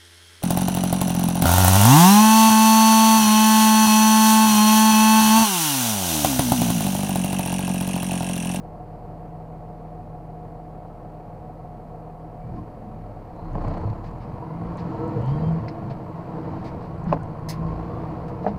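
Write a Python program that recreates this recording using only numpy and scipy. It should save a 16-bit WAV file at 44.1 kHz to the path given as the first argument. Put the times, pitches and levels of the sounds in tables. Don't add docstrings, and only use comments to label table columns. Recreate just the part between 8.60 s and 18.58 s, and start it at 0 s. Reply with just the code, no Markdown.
import sys
import numpy as np
from scipy import signal
from scipy.fft import rfft, irfft
from scipy.io import wavfile
from scipy.ndimage import uniform_filter1d

SR = 44100
rng = np.random.default_rng(int(sys.argv[2]) if len(sys.argv) > 2 else 0)


def pcm_store(signal):
    levels = np.round(np.clip(np.atleast_2d(signal), -1, 1) * 32767)
    wavfile.write(sys.argv[1], SR, levels.astype(np.int16).T)


def attenuation_scalar(level_db):
    decades = np.asarray(level_db, float) / 20
    return 10 ** decades


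N = 440118

IDLE_ENDS_S, CLUTCH_BITES_S, CLUTCH_S = 3.82, 3.75, 0.21


def rms_one(x):
    return x / np.sqrt(np.mean(x ** 2) + 1e-20)


def evened(x):
    return x / np.sqrt(uniform_filter1d(x ** 2, SR // 2) + 1e-20)


def in_time(rows):
    s, *columns = np.transpose(rows)
    return [np.interp(np.arange(N) / SR, s, c) for c in columns]


def lowpass(x, order, hz):
    return signal.sosfilt(signal.butter(order, hz, fs=SR, output="sos"), x)


def band(x, low_hz, high_hz):
    return signal.sosfilt(signal.butter(3, [low_hz, high_hz], "band", fs=SR, output="sos"), x)


def drift(per_s):
    steps = rng.standard_normal(int(40 * N / SR) + 2)
    slow = signal.lfilter([1], [1, -np.exp(-2 * np.pi * per_s / 40)], steps)
    return np.interp(np.arange(N) / SR * 40, np.arange(len(slow)), rms_one(slow))


def bump(s, length):
    return np.cos(np.pi * np.clip((np.arange(N) / SR - s) / length, -.5, .5)) ** 2


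def colour(x, slope, peaks):
    hz = np.maximum(np.fft.rfftfreq(16384, 1 / SR), 1)
    slope_hz, slope_db = np.transpose(slope)
    db = np.interp(np.log(hz), np.log(slope_hz), slope_db)
    db = db + sum(top_db / (1 + (2 * (hz - centre) / width) ** 2) for centre, width, top_db in peaks)
    cepstrum = irfft(np.log(attenuation_scalar(db)))
    cepstrum[1:8192] *= 2
    cepstrum[8193:] = 0
    return signal.fftconvolve(x, irfft(np.exp(rfft(cepstrum))))[:N]


def ring(clicks, hz, t60):
    r, w = attenuation_scalar(-60 / (t60 * SR)), 2 * np.pi * hz / SR
    return signal.lfilter([0, np.sin(w)], [1, -2 * r * np.cos(w), r * r], clicks + 1e-18)


def strike(times, levels_db, modes, spread_db):
    at, out = np.round(np.array(times) * SR).astype(int), np.zeros(N)
    levels_db = levels_db + spread_db * rng.standard_normal((len(at), len(modes)))
    for k, (hz, mode_db, t60) in enumerate(modes):
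        clicks = np.zeros(N)
        clicks[at] = attenuation_scalar(levels_db[:, k] + mode_db) * (-1) ** k
        out += ring(clicks, hz, t60)
    return out


def dulled(hits, modes, offset_db):
    s, peak_db, dull_hz = np.transpose(hits)
    softness_db = -10 * np.log10(1 + (np.array(modes)[:, 0] / dull_hz[:, None]) ** 4)
    return strike(s, peak_db[:, None] + offset_db + softness_db, modes, spread_db=1.5)


def whistle(rows, width_hz, even=0):
    s, hz, level_db = np.transpose(rows)
    t = np.arange(int(s[0] * SR), min(int(s[-1] * SR), N)) / SR
    fade = np.clip(np.minimum(t - s[0], s[-1] - t) / 0.022, 0, 1)
    r = np.exp(-np.pi * width_hz / SR)
    flutter = signal.lfilter([1], [1, -2 * r, r * r], rng.standard_normal((2, len(t) + 3000)))[:, 3000:]
    phase = 2 * np.pi * np.cumsum(np.interp(t, s, hz)) / SR
    tone = flutter[0] * np.sin(phase) + flutter[1] * np.cos(phase)
    tone = rms_one(tone / np.hypot(*flutter) ** even)
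    out, at = np.zeros(N), int(s[0] * SR)
    out[at:at + len(t)] = fade * attenuation_scalar(np.interp(t, s, level_db)) * tone
    return out


def glide(s, length, from_hz, to_hz, db, swell_db):
    u = np.linspace(0, 1, 9)
    return np.transpose([s + length * u, from_hz + (to_hz - from_hz) * u, db - swell_db * (2 * u - 1) ** 2])


def glides(rows, swell_db, width_hz, even=0):
    return sum(whistle(glide(*row, swell_db), width_hz, even) for row in rows)


def jets(rows, slope, peaks, short_t60, long_t60):
    rise_share, tail_open_s = .22, .012
    out, white = np.zeros(N), rng.standard_normal(N)
    t = np.arange(int(.4 * SR)) / SR
    for s, level_db, opening, slope_db in rows:
        rise = rise_share * opening
        t60 = long_t60 - (long_t60 - short_t60) * np.exp(-opening / tail_open_s)
        at = round(s * SR)
        jet = colour(white[at - 4000:at + len(t)], slope + [(16000, 2 * slope_db)], peaks)
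        jet = rms_one(jet[4000:4000 + len(t)])[:N - at]
        shape = np.clip(t / max(rise, 1e-3), 0, 1) * attenuation_scalar(-60 * np.maximum(t - opening, 0) / t60)
        out[at:at + len(jet)] += attenuation_scalar(level_db) * jet * shape[:len(jet)]
    return out


# time in seconds, rate in firings per second.
CRANK_SPEED = [(0, 40.05), (3.75, 40.05), (3.95, 44), (4.5, 39.5), (4.9, 31.2), (5.22, 30.5), (5.45, 40.5),
               (5.7, 45), (6.12, 58), (6.5, 72), (6.9, 81.5), (7.55, 60.5), (7.95, 66.5), (8.12, 67),
               (8.3, 58), (8.65, 52), (9.2, 56), (9.98, 67)]


def crank_cycles():
    return np.cumsum(in_time(CRANK_SPEED)[0]) / 6 / SR


def contacts(cycles, angles, sizes, wobble_db):
    where = (np.arange(200)[:, None] + angles).ravel()
    strength = (sizes * attenuation_scalar(wobble_db * rng.standard_normal((200, len(angles))))).ravel()
    inside = where < cycles[-1]
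    at = np.interp(where[inside], cycles, np.arange(N)).astype(int)
    return rms_one(np.bincount(at, strength[inside], N))


# centre in seconds, length in seconds, cab shake in dB, boom lift in dB.
LURCH_EVENTS = [(.44, 0.87, -62, 2.5), (1.45, 0.71, -60, 0.5), (3.94, 0.45, -42.5, 4), (4.45, 1, -42, 0),
                (5.024, 0.61, -28.5, 1.5), (5.477, 0.59, -37, 2), (6.08, 0.18, -35, 2.5),
                (6.48, 0.17, -60, 1), (6.582, 0.18, -46, 5), (6.882, 0.37, -43, 5.5),
                (5.73, 0.22, -45.5, 4), (7.05, .2, -46.5, 2), (7.32, 0.35, -55, 4.5),
                (8.104, 0.36, -44.5, 1.5), (8.47, 0.63, -41, 4), (8.857, 1, -65, 3.5),
                (9.112, .45, -32.5, 2), (9.55, 1, -42, 0.5), (9.98, 0.22, -34, 2)]


def shake():
    t = np.arange(N) / SR
    idle = attenuation_scalar(-45.5) * np.clip((CLUTCH_BITES_S + CLUTCH_S - t) / CLUTCH_S, 0, 1)
    return idle + sum(attenuation_scalar(db) * bump(s, length) for s, length, db, _ in LURCH_EVENTS)


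# time in seconds, level above idle in dB.
ENGINE_EFFORT = [(0, 0.3), (3.6, 0.8), (3.9, 1.5), (4.7, 2.5), (4.92, 6), (5.07, 13), (5.3, 7.5),
                 (5.45, 3.5), (5.95, 7), (6.3, 11), (6.8, 10.5), (7.4, 6), (7.95, 10.5), (8.3, 6),
                 (8.87, 6), (9.1, 9.5), (9.5, 10.5), (9.98, 7.5)]
# idle level in dB, dB per dB of effort, dB per dB of lurch lift.
REGISTER_LEVELS = [
    (-43, 0.96, 1.36),
    (-47.5, 1.1423, 0.15),
    (-44.5, 0.8177, 0.22),
    (-62, 1.1163, 0.34),
]


def registers():
    effort, = in_time(ENGINE_EFFORT)
    lift = sum(lift_db * bump(s, length) for s, length, _, lift_db in LURCH_EVENTS)
    return [idle_db + by_effort * effort + by_lurch * lift
            for idle_db, by_effort, by_lurch in REGISTER_LEVELS]


# multiple of the cycle rate, level in dB.
GEAR_TONES = [(12, -60), (18, -52), (24, -42.5), (30, -63), (46, -56), (72, -58), (88, -61), (90, -59),
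              (93, -62), (102, -58), (104, -59), (108, -56), (110, -53), (114, -61), (124, -57)]


def idle_gears(cycles, idling):
    out = np.zeros(N)
    for multiple, level_db in GEAR_TONES:
        phase = 2 * np.pi * (np.round(multiple) * cycles + rng.random())
        out += np.sqrt(2) * idling * attenuation_scalar(level_db + drift(0.19)) * np.sin(phase)
    return out


# multiple of the cycle rate, level in dB.
BOOM_ORDERS = [(8, -41), (9, -31), (12, -25.5), (16, -25), (18, -26), (24, -30.5), (30, -31), (36, -30)]


def boom_orders(cycles):
    return sum(attenuation_scalar(db + 2 * drift(2.9)) * np.sin(2 * np.pi * (np.round(multiple) * cycles + rng.random()))
               for multiple, db in BOOM_ORDERS)


CYLINDER_LEVELS = [1, -5.5, 2, -17.5, -4.5, -5]
REGISTER_EDGES = [62, 220, 420, 1500, 9000]
# frequency in Hz, level in dB per Hz.
BODY_SLOPE = [(45, -32), (70, -14.5), (110, -13), (200, -16.5), (260, -16.5), (370, -23.5), (550, -23.5),
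              (900, -21), (1100, -27), (1450, -38.5), (2200, -45.5), (3300, -55.5), (5600, -65.5),
              (9000, -73.5)]
# frequency in Hz, width in Hz, height in dB.
CAB_PANELS = [(106.3, 30, 4), (163, 18.7, 9), (250, 19, -3.5), (383, 50, -2.5), (315, 50, 8), (478, 92, 6),
              (607, 29, 9), (730, 45, 14), (520, 40, 4), (690, 30, 5), (1310, 37, 7), (3540, 620, -5),
              (4460, 1170, 7)]
# frequency in Hz, width in Hz, height in dB.
LOADED_PANELS = [(338, 57, 15), (481, 53, 8.5), (597, 17, 7.5), (716, 130, 7.5), (1017, 147, 5.5),
                 (1340, 80, 6)]


def engine():
    t = np.arange(N) / SR
    cycles = crank_cycles()
    firings = contacts(cycles, np.arange(6) / 6, attenuation_scalar(CYLINDER_LEVELS), wobble_db=1.5)
    valves = contacts(cycles, rng.random(150), rng.standard_normal(150), wobble_db=1.5)
    block = rng.standard_normal(8000) * attenuation_scalar(-60 * t[:8000] / 0.1)
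    clatter = rms_one(signal.fftconvolve(.55 * firings + valves, block)[:N])

    firing_sine = np.sin(12 * np.pi * cycles)
    throb = 1 + np.minimum(.08 + 8.5 * shake(), .25) * firing_sine
    noise = rms_one(throb * rng.standard_normal(N))

    steady = .35 + (.32 - .35) * np.clip((t - CLUTCH_BITES_S) / CLUTCH_S, 0, 1)
    idling = np.clip((IDLE_ENDS_S - t) / .1, 0, 1)
    loaded = np.clip((t - 4.6) / .5, 0, 1)
    random_part = np.sqrt(1 - steady) * noise

    low = np.sqrt(steady) * (.35 * firings + .8 * clatter) + random_part + (1 - idling) * boom_orders(cycles)
    without_air_mode = CAB_PANELS[:1] + CAB_PANELS[2:]
    low = idling * colour(low, BODY_SLOPE, without_air_mode) + (1 - idling) * colour(low, BODY_SLOPE, CAB_PANELS)
    mid = np.sqrt(steady) * clatter + random_part
    mid_idle = rms_one(colour(mid, BODY_SLOPE, CAB_PANELS))
    mid_pulling = rms_one(colour(mid, BODY_SLOPE, LOADED_PANELS))
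    mid = (1 - loaded) * mid_idle + loaded * mid_pulling
    high = colour(noise + .3 * clatter, BODY_SLOPE, CAB_PANELS)

    out = np.sqrt(2) * shake() * firing_sine
    for k, (part, level_db) in enumerate(zip([low, low, mid, high], registers())):
        if k == 0:
            level_db = level_db - 2.5 * idling
        gain = attenuation_scalar(level_db + 0.59 + 0.15 * drift(13.0))
        out += gain * evened(band(part, *REGISTER_EDGES[k:k + 2]))
    return out + idle_gears(cycles, idling)


# start in seconds, length in seconds, from Hz, to Hz, level in dB.
ORDER_BOOMS = [(5.9, 0.201, 165, 172, -31), (6.2, 0.13, 168, 170, -30), (6.81, 0.19, 160, 162, -20),
               (3.75, .25, 160, 165, -42), (4.2, .3, 165, 160, -42), (3.92, .1, 215, 230, -40),
               (7.5, 0.26, 162, 163, -35), (8.85, 0.414, 164, 165, -37), (6.55, .2, 117, 141, -29),
               (6.98, .12, 119.4, 110, -29), (7.0, 0.32, 334, 315, -40), (6.64, .19, 128, 158, -26),
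               (5.24, .11, 105, 108, -28), (5.02, .1, 110, 95, -30), (6.37, .13, 470, 485, -31.5),
               (6.39, 0.228, 325, 322, -31.5), (7.72, 0.403, 312, 325, -39.5), (7.62, 0.31, 480, 485, -43),
               (8.08, .2, 485, 490, -41.5), (9.22, 0.248, 470, 490, -40), (9.55, .25, 485, 490, -41.5),
               (11, .07, 720, 715, -39)]


def cab_booms():
    return glides(ORDER_BOOMS, swell_db=8, width_hz=5, even=.75)


# time in seconds, peak level in dB, frequency in
# Hz.
LOW_THUDS = [(3.946, -23, 142), (4.932, -17.5, 138), (5.253, -15, 105), (5.307, -15.5, 104.5),
             (6.691, -20, 136), (6.719, -14, 145), (6.751, -14, 123), (6.82, -13.5, 168),
             (6.872, -26, 166), (8.468, -14, 176), (8.473, -17, 190), (8.497, -14, 167), (8.509, -18, 167),
             (8.533, -20, 167), (8.528, -20, 280), (8.5423, -20, 280), (8.5637, -22, 280),
             (9.935, -18.5, 172)]


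def low_thuds():
    out = sum(strike([s], peak_db - 1.5, [(hz, 0, 0.076)], spread_db=0) for s, peak_db, hz in LOW_THUDS)
    return lowpass(out, 2, 260)


# time in seconds, peak level in dB, dullness in Hz.
FRONT_BLOWS = [
    (8.517, -21, 1200),
    (8.5255, -4, 4000),
    (8.5325, -7, 600),
    (8.538, -12, 500),
    (8.542, -20, 1500),
    (8.549, -17, 600),
    (8.556, -20, 400),
    (8.564, -15, 400),
]
# frequency in Hz, level in dB, t60 in seconds.
FRONT_MODES = [(400, -10, .03), (480, -9, .035), (620, 1.5, .04), (867, 0, .025), (1060, -4, .04),
               (1300, -22, .02), (1577, -27, .03), (1814, -30, 0.022), (2309, -32, .02), (2546, -23, 0.016),
               (2870, -28, .02)]
# time in seconds, peak level in dB, dullness in Hz.
REAR_BLOWS = [
    (9.8445, -15, 900),
    (9.851, -22, 1000),
    (9.8638, -6.5, 4000),
    (9.8705, -15, 1300),
    (9.8755, -17, 900),
    (9.880, -14, 800),
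    (9.89, -25, 1200),
    (9.899, -26, 900),
]
# frequency in Hz, level in dB, t60 in seconds.
REAR_MODES = [(205, -6, 0.15), (330, -22, .05), (452, -6, 0.055), (640, -1, .025), (571, -11, .06),
              (705, -2, .06), (830, -6, .045), (1034, -17, .04), (1250, -15, .03), (1450, -24, .03),
              (1717, -22, .035), (2046, -31, .02)]


def lever_stops():
    return sum(lowpass(dulled(hits, modes, offset_db=-5.0), 3, 2500)
               for hits, modes in [(FRONT_BLOWS, FRONT_MODES), (REAR_BLOWS, REAR_MODES)])


# time in seconds, peak level in dB, dullness in Hz.
LINKAGE_KNOCKS = [(4.952, -16.5, 1300), (5.014, -22.5, 1100), (5.049, -24, 1200), (5.079, -23, 1300),
                  (5.113, -25, 1200), (5.234, -25, 1200), (5.169, -29, 1200), (5.328, -24, 900),
                  (5.275, -27, 900), (6.748, -30, 900), (4.98, -29, 1200), (5.14, -27, 1100),
                  (5.178, -26, 1100)]
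# frequency in Hz, level in dB, t60 in seconds.
LINKAGE_MODES = [(274, -2, 0.03), (446, -7, 0.12), (558, -0.5, 0.061), (684, 1, 0.048), (838, 0, 0.053),
                 (1046, -1, 0.035), (1300, -18, .02), (1576, -10.5, 0.028), (1870, -20, 0.018),
                 (2180, -39, 0.017), (2450, -13, 0.018), (2950, -12, 0.03), (205, -3, 0.11)]


def linkage():
    return lowpass(dulled(LINKAGE_KNOCKS, LINKAGE_MODES, offset_db=-9), 2, 2800)


# start in seconds, rms level in dB, opening in seconds, brightness as half the
# spectrum level at 16 kHz in dB.
GATE_SCUFFS = [
    (8.458, -39, .012, -35),
    (8.49, -37, .028, -35),
    (8.531, -33, .014, -35),
    (8.568, -38, .006, -35),
    (9.866, -37, .016, -35),
]
# frequency in Hz, level in dB per Hz.
GATE_SPECTRUM = [(300, -25), (550, -2), (900, 0), (1500, -11), (2300, -24), (5000, -52)]


def gate_scuffs():
    return jets(GATE_SCUFFS, GATE_SPECTRUM, [], short_t60=.03, long_t60=.06)


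# start in seconds, rms level in dB, opening in seconds, brightness as half the spectrum
# level at 16 kHz in dB.
VALVE_BLASTS = [
    (7.082, -46.5, 0.0028, -18),
    (8.885, -35.5, 0.019, 1),
]
# frequency in Hz, level in dB per Hz.
NOZZLE_SPECTRUM = [(900, -36), (1700, 11), (3200, 4.0), (5000, 12.5)]
# frequency in Hz, width in Hz, height in dB.
NOZZLE_PEAKS = [(2000, 170, 11), (4300, 550, 9), (5120, 350, 11), (6310, 200, 9), (7800, 2000, -3),
                (9900, 800, 5), (11600, 900, 4), (13500, 900, 3)]
# frequency in Hz, level in dB, t60 in seconds.
VALVE_MODES = [(1433, -2, .04), (1700, -5, .03), (2030, 0, .035), (2260, -6, .03), (2480, -7, .035),
               (2750, -12, .03)]


def shift_valve():
    snap = strike([7.0815], -38, VALVE_MODES, spread_db=0)
    return snap + jets(VALVE_BLASTS, NOZZLE_SPECTRUM, NOZZLE_PEAKS, short_t60=0.038, long_t60=0.12)


# start in seconds, rms level in dB, opening in seconds, brightness as half the spectrum level at 16 kHz in
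# dB.
AIR_PUFFS = [(3.94, -69, 0.054, -3), (4.952, -58, .003, 1), (5.08, -58, .005, -10),
             (5.137, -52, 0.0025, -14), (5.172, -62, .004, 0), (5.298, -57, .004, -5),
             (5.433, -57, .045, -7), (5.6, -60, 0.035, -15), (6.174, -52, .028, -8),
             (6.668, -58, 0.043, -5), (7.084, -56, 0.014, -26), (8.905, -48, 0.028, -30),
             (7.297, -53.5, 0.017, -14), (8.037, -52, 0.045, -3.5), (8.202, -61, .06, -9),
             (8.475, -55, 0.045, -9), (8.526, -46, 0.0055, 0), (9.68, -58, 0.01, 2),
             (9.87, -59, 0.022, -14), (9.825, -63, 0.03, -4)]
# frequency in Hz, level in dB per Hz.
LEAK_SPECTRUM = [(900, -36), (1700, 17), (3200, 5.0), (5000, 12.5)]
# frequency in Hz, width in Hz, height in dB.
LEAK_PEAKS = [(2300, 3700, 16), (4420, 1600, 6.5), (7000, 900, -1.5)]


def air_puffs():
    return jets(AIR_PUFFS, LEAK_SPECTRUM, LEAK_PEAKS, short_t60=.015, long_t60=0.12)


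# start in seconds, length in seconds, from Hz, to Hz, level in dB.
PANEL_BUZZES = [(3.881, 0.18, 318.4, 320, -38.5), (3.95, 0.09, 1065, 1055, -47),
                (3.78, 0.14, 2280, 2330, -69), (4.12, 0.27, 205, 217.5, -40.5), (6.24, .12, 330, 310, -37),
                (6.5, .15, 490, 460, -34), (8.85, .35, 1030, 1080, -42), (9.2, .3, 1130, 1200, -48),
                (6.77, .14, 479.7, 491, -37), (8.585, 0.0466, 1480, 1470, -47),
                (5.757, .2, 930, 1030, -43.5), (6.22, 0.14, 1330, 1300, -50), (6.36, .2, 1310, 1290, -47),
                (6.3, .3, 920, 960, -41.5), (6.6, .14, 920, 950, -41), (6.55, .12, 520, 580, -40),
                (7.001, 0.4, 685, 700, -40.5)]


def panel_buzzes():
    return glides(PANEL_BUZZES, swell_db=16.5, width_hz=45, even=.3)


# time in seconds, peak level in dB.
TRIM_TICKS = [(4.7626, -59), (4.932, -53), (5.024, -54), (5.0669, -62), (5.083, -46), (5.1367, -66),
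              (5.1806, -51), (5.2135, -57), (5.5129, -56), (5.5842, -57), (6.172, -47), (6.3495, -56),
              (6.4797, -51), (6.6199, -52), (6.6603, -49), (6.7555, -57), (6.882, -56), (6.926, -55),
              (7.7692, -60), (8.0466, -53), (8.2262, -56), (8.4422, -48), (8.6326, -43), (4.954, -58),
              (8.7944, -56), (7.303, -60), (9.683, -59), (9.964, -64)]
# frequency in Hz, level in dB, t60 in seconds.
TRIM_MODES = [(4700, -8, 0.005), (5800, -6, .005), (6400, -0.5, 0.006), (7200, -2, .005), (8300, -2, .005),
              (9300, -5, .004), (10500, -8, 0.003)]


def trim_ticks():
    ticks = np.array(TRIM_TICKS)
    return strike(ticks[:, 0], ticks[:, 1:] - 5.0, TRIM_MODES, spread_db=2.0)


# time in seconds, blade tone in Hz, level in dB.
BLADE_TONE = [(4.6, 5900, -100), (5.3, 7000, -94), (5.8, 8700, -89), (6.05, 9650, -87), (6.2, 10700, -89),
              (6.4, 12300, -87), (6.6, 14000, -85), (6.75, 14900, -86), (6.86, 15300, -88),
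              (7.0, 14500, -87), (7.15, 13500, -88), (7.4, 12300, -88), (7.62, 11800, -87),
              (7.8, 12400, -89), (8.08, 14100, -87), (8.25, 13200, -91), (8.4, 12000, -93),
              (8.8, 11000, -100), (9.1, 12500, -91), (9.47, 14200, -86), (9.66, 15100, -89),
              (9.8, 14300, -88), (9.98, 13000, -90)]
# start in seconds, length in seconds, level in dB.
TURBINE_PASSAGES = [
    (6.55, .45, -83),
    (7.0, .9, -88),
    (8.1, .4, -86),
    (9.35, .63, -88),
]


def turbo():
    s, hz, _ = np.transpose(BLADE_TONE)
    out = whistle(BLADE_TONE, width_hz=550)
    for start, length, db in TURBINE_PASSAGES:
        at, _, level_db = glide(start, length, 0, 0, db, swell_db=5).T
        out += whistle(np.c_[at, .64 * np.interp(at, s, hz), level_db], width_hz=250)
    return attenuation_scalar(2.2 * drift(8) + 1) * out


# start in seconds, length in seconds, from Hz, to Hz, level in dB.
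GEAR_WHINES = [(5.8, .3, 1930, 2240, -67), (6.56, .17, 2820, 3000, -66), (6.65, .09, 2930, 2960, -60),
               (6.6, .2, 3130, 3190, -62), (6.66, .07, 4720, 4620, -64), (6.74, .16, 4620, 4760, -68),
               (6.74, .12, 3950, 4020, -68), (9.2, .3, 3420, 3530, -73), (6.75, .09, 1800, 1810, -60)]


def gear_whines():
    return glides(GEAR_WHINES, swell_db=12, width_hz=120)


# start in seconds, length in seconds, from Hz, to Hz, level in dB.
BELT_SQUEAKS = [
    (6.812, .11, 3150, 3150, -61),
    (6.66, .12, 3160, 3260, -66),
]


def belt_squeaks():
    return glides(BELT_SQUEAKS, swell_db=5, width_hz=8, even=.9)


# start in seconds, length in seconds, from Hz, to Hz, level in dB.
LINE_SEEPS = [
    (4.74, .2, 4100, 4250, -72),
    (4.96, .36, 4300, 4280, -69),
    (4.996, .6, 6900, 7000, -85),
    (6.1, .9, 7200, 7000, -82),
    (6.2, 0.38, 4230, 4250, -73),
]


def air_seeps():
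    return glides(LINE_SEEPS, swell_db=3, width_hz=350)


def rumble():
    standing = np.clip((IDLE_ENDS_S - np.arange(N) / SR) / CLUTCH_S, 0, 1)
    level_db = -61.5 - 7 * standing + 0.56 * (registers()[0] + 60)
    return attenuation_scalar(level_db) * rms_one(band(rng.standard_normal(N), 6.4, 50.0))


def microphone_hiss():
    slope = [(1000, 4.5), (6000, -2.5), (11000, 0.069), (16000, -3.0)]   # Hz, dB per Hz
    return attenuation_scalar(-73.5) * rms_one(colour(rng.standard_normal(N), slope, []))


def scene():
    mix = engine() + cab_booms() + low_thuds()
    mix += lever_stops() + linkage() + gate_scuffs()
    mix += shift_valve() + air_puffs() + air_seeps()
    mix += panel_buzzes() + trim_ticks()
    mix += turbo() + gear_whines() + belt_squeaks()
    mix += rumble()
    return mix[None]


def band_limit(x):
    return signal.sosfilt(signal.butter(12, 15670, fs=SR, output="sos"), x)


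def record(dry):
    rounded = .7 * np.tanh((dry + microphone_hiss()) / .7)
    top_cut = signal.ellip(10, .5, 60, 15600, fs=SR, output="sos")
    mix = signal.sosfilt(top_cut, rounded)
    return band_limit(mix)


dry = scene()
out = record(dry)
pcm_store(out)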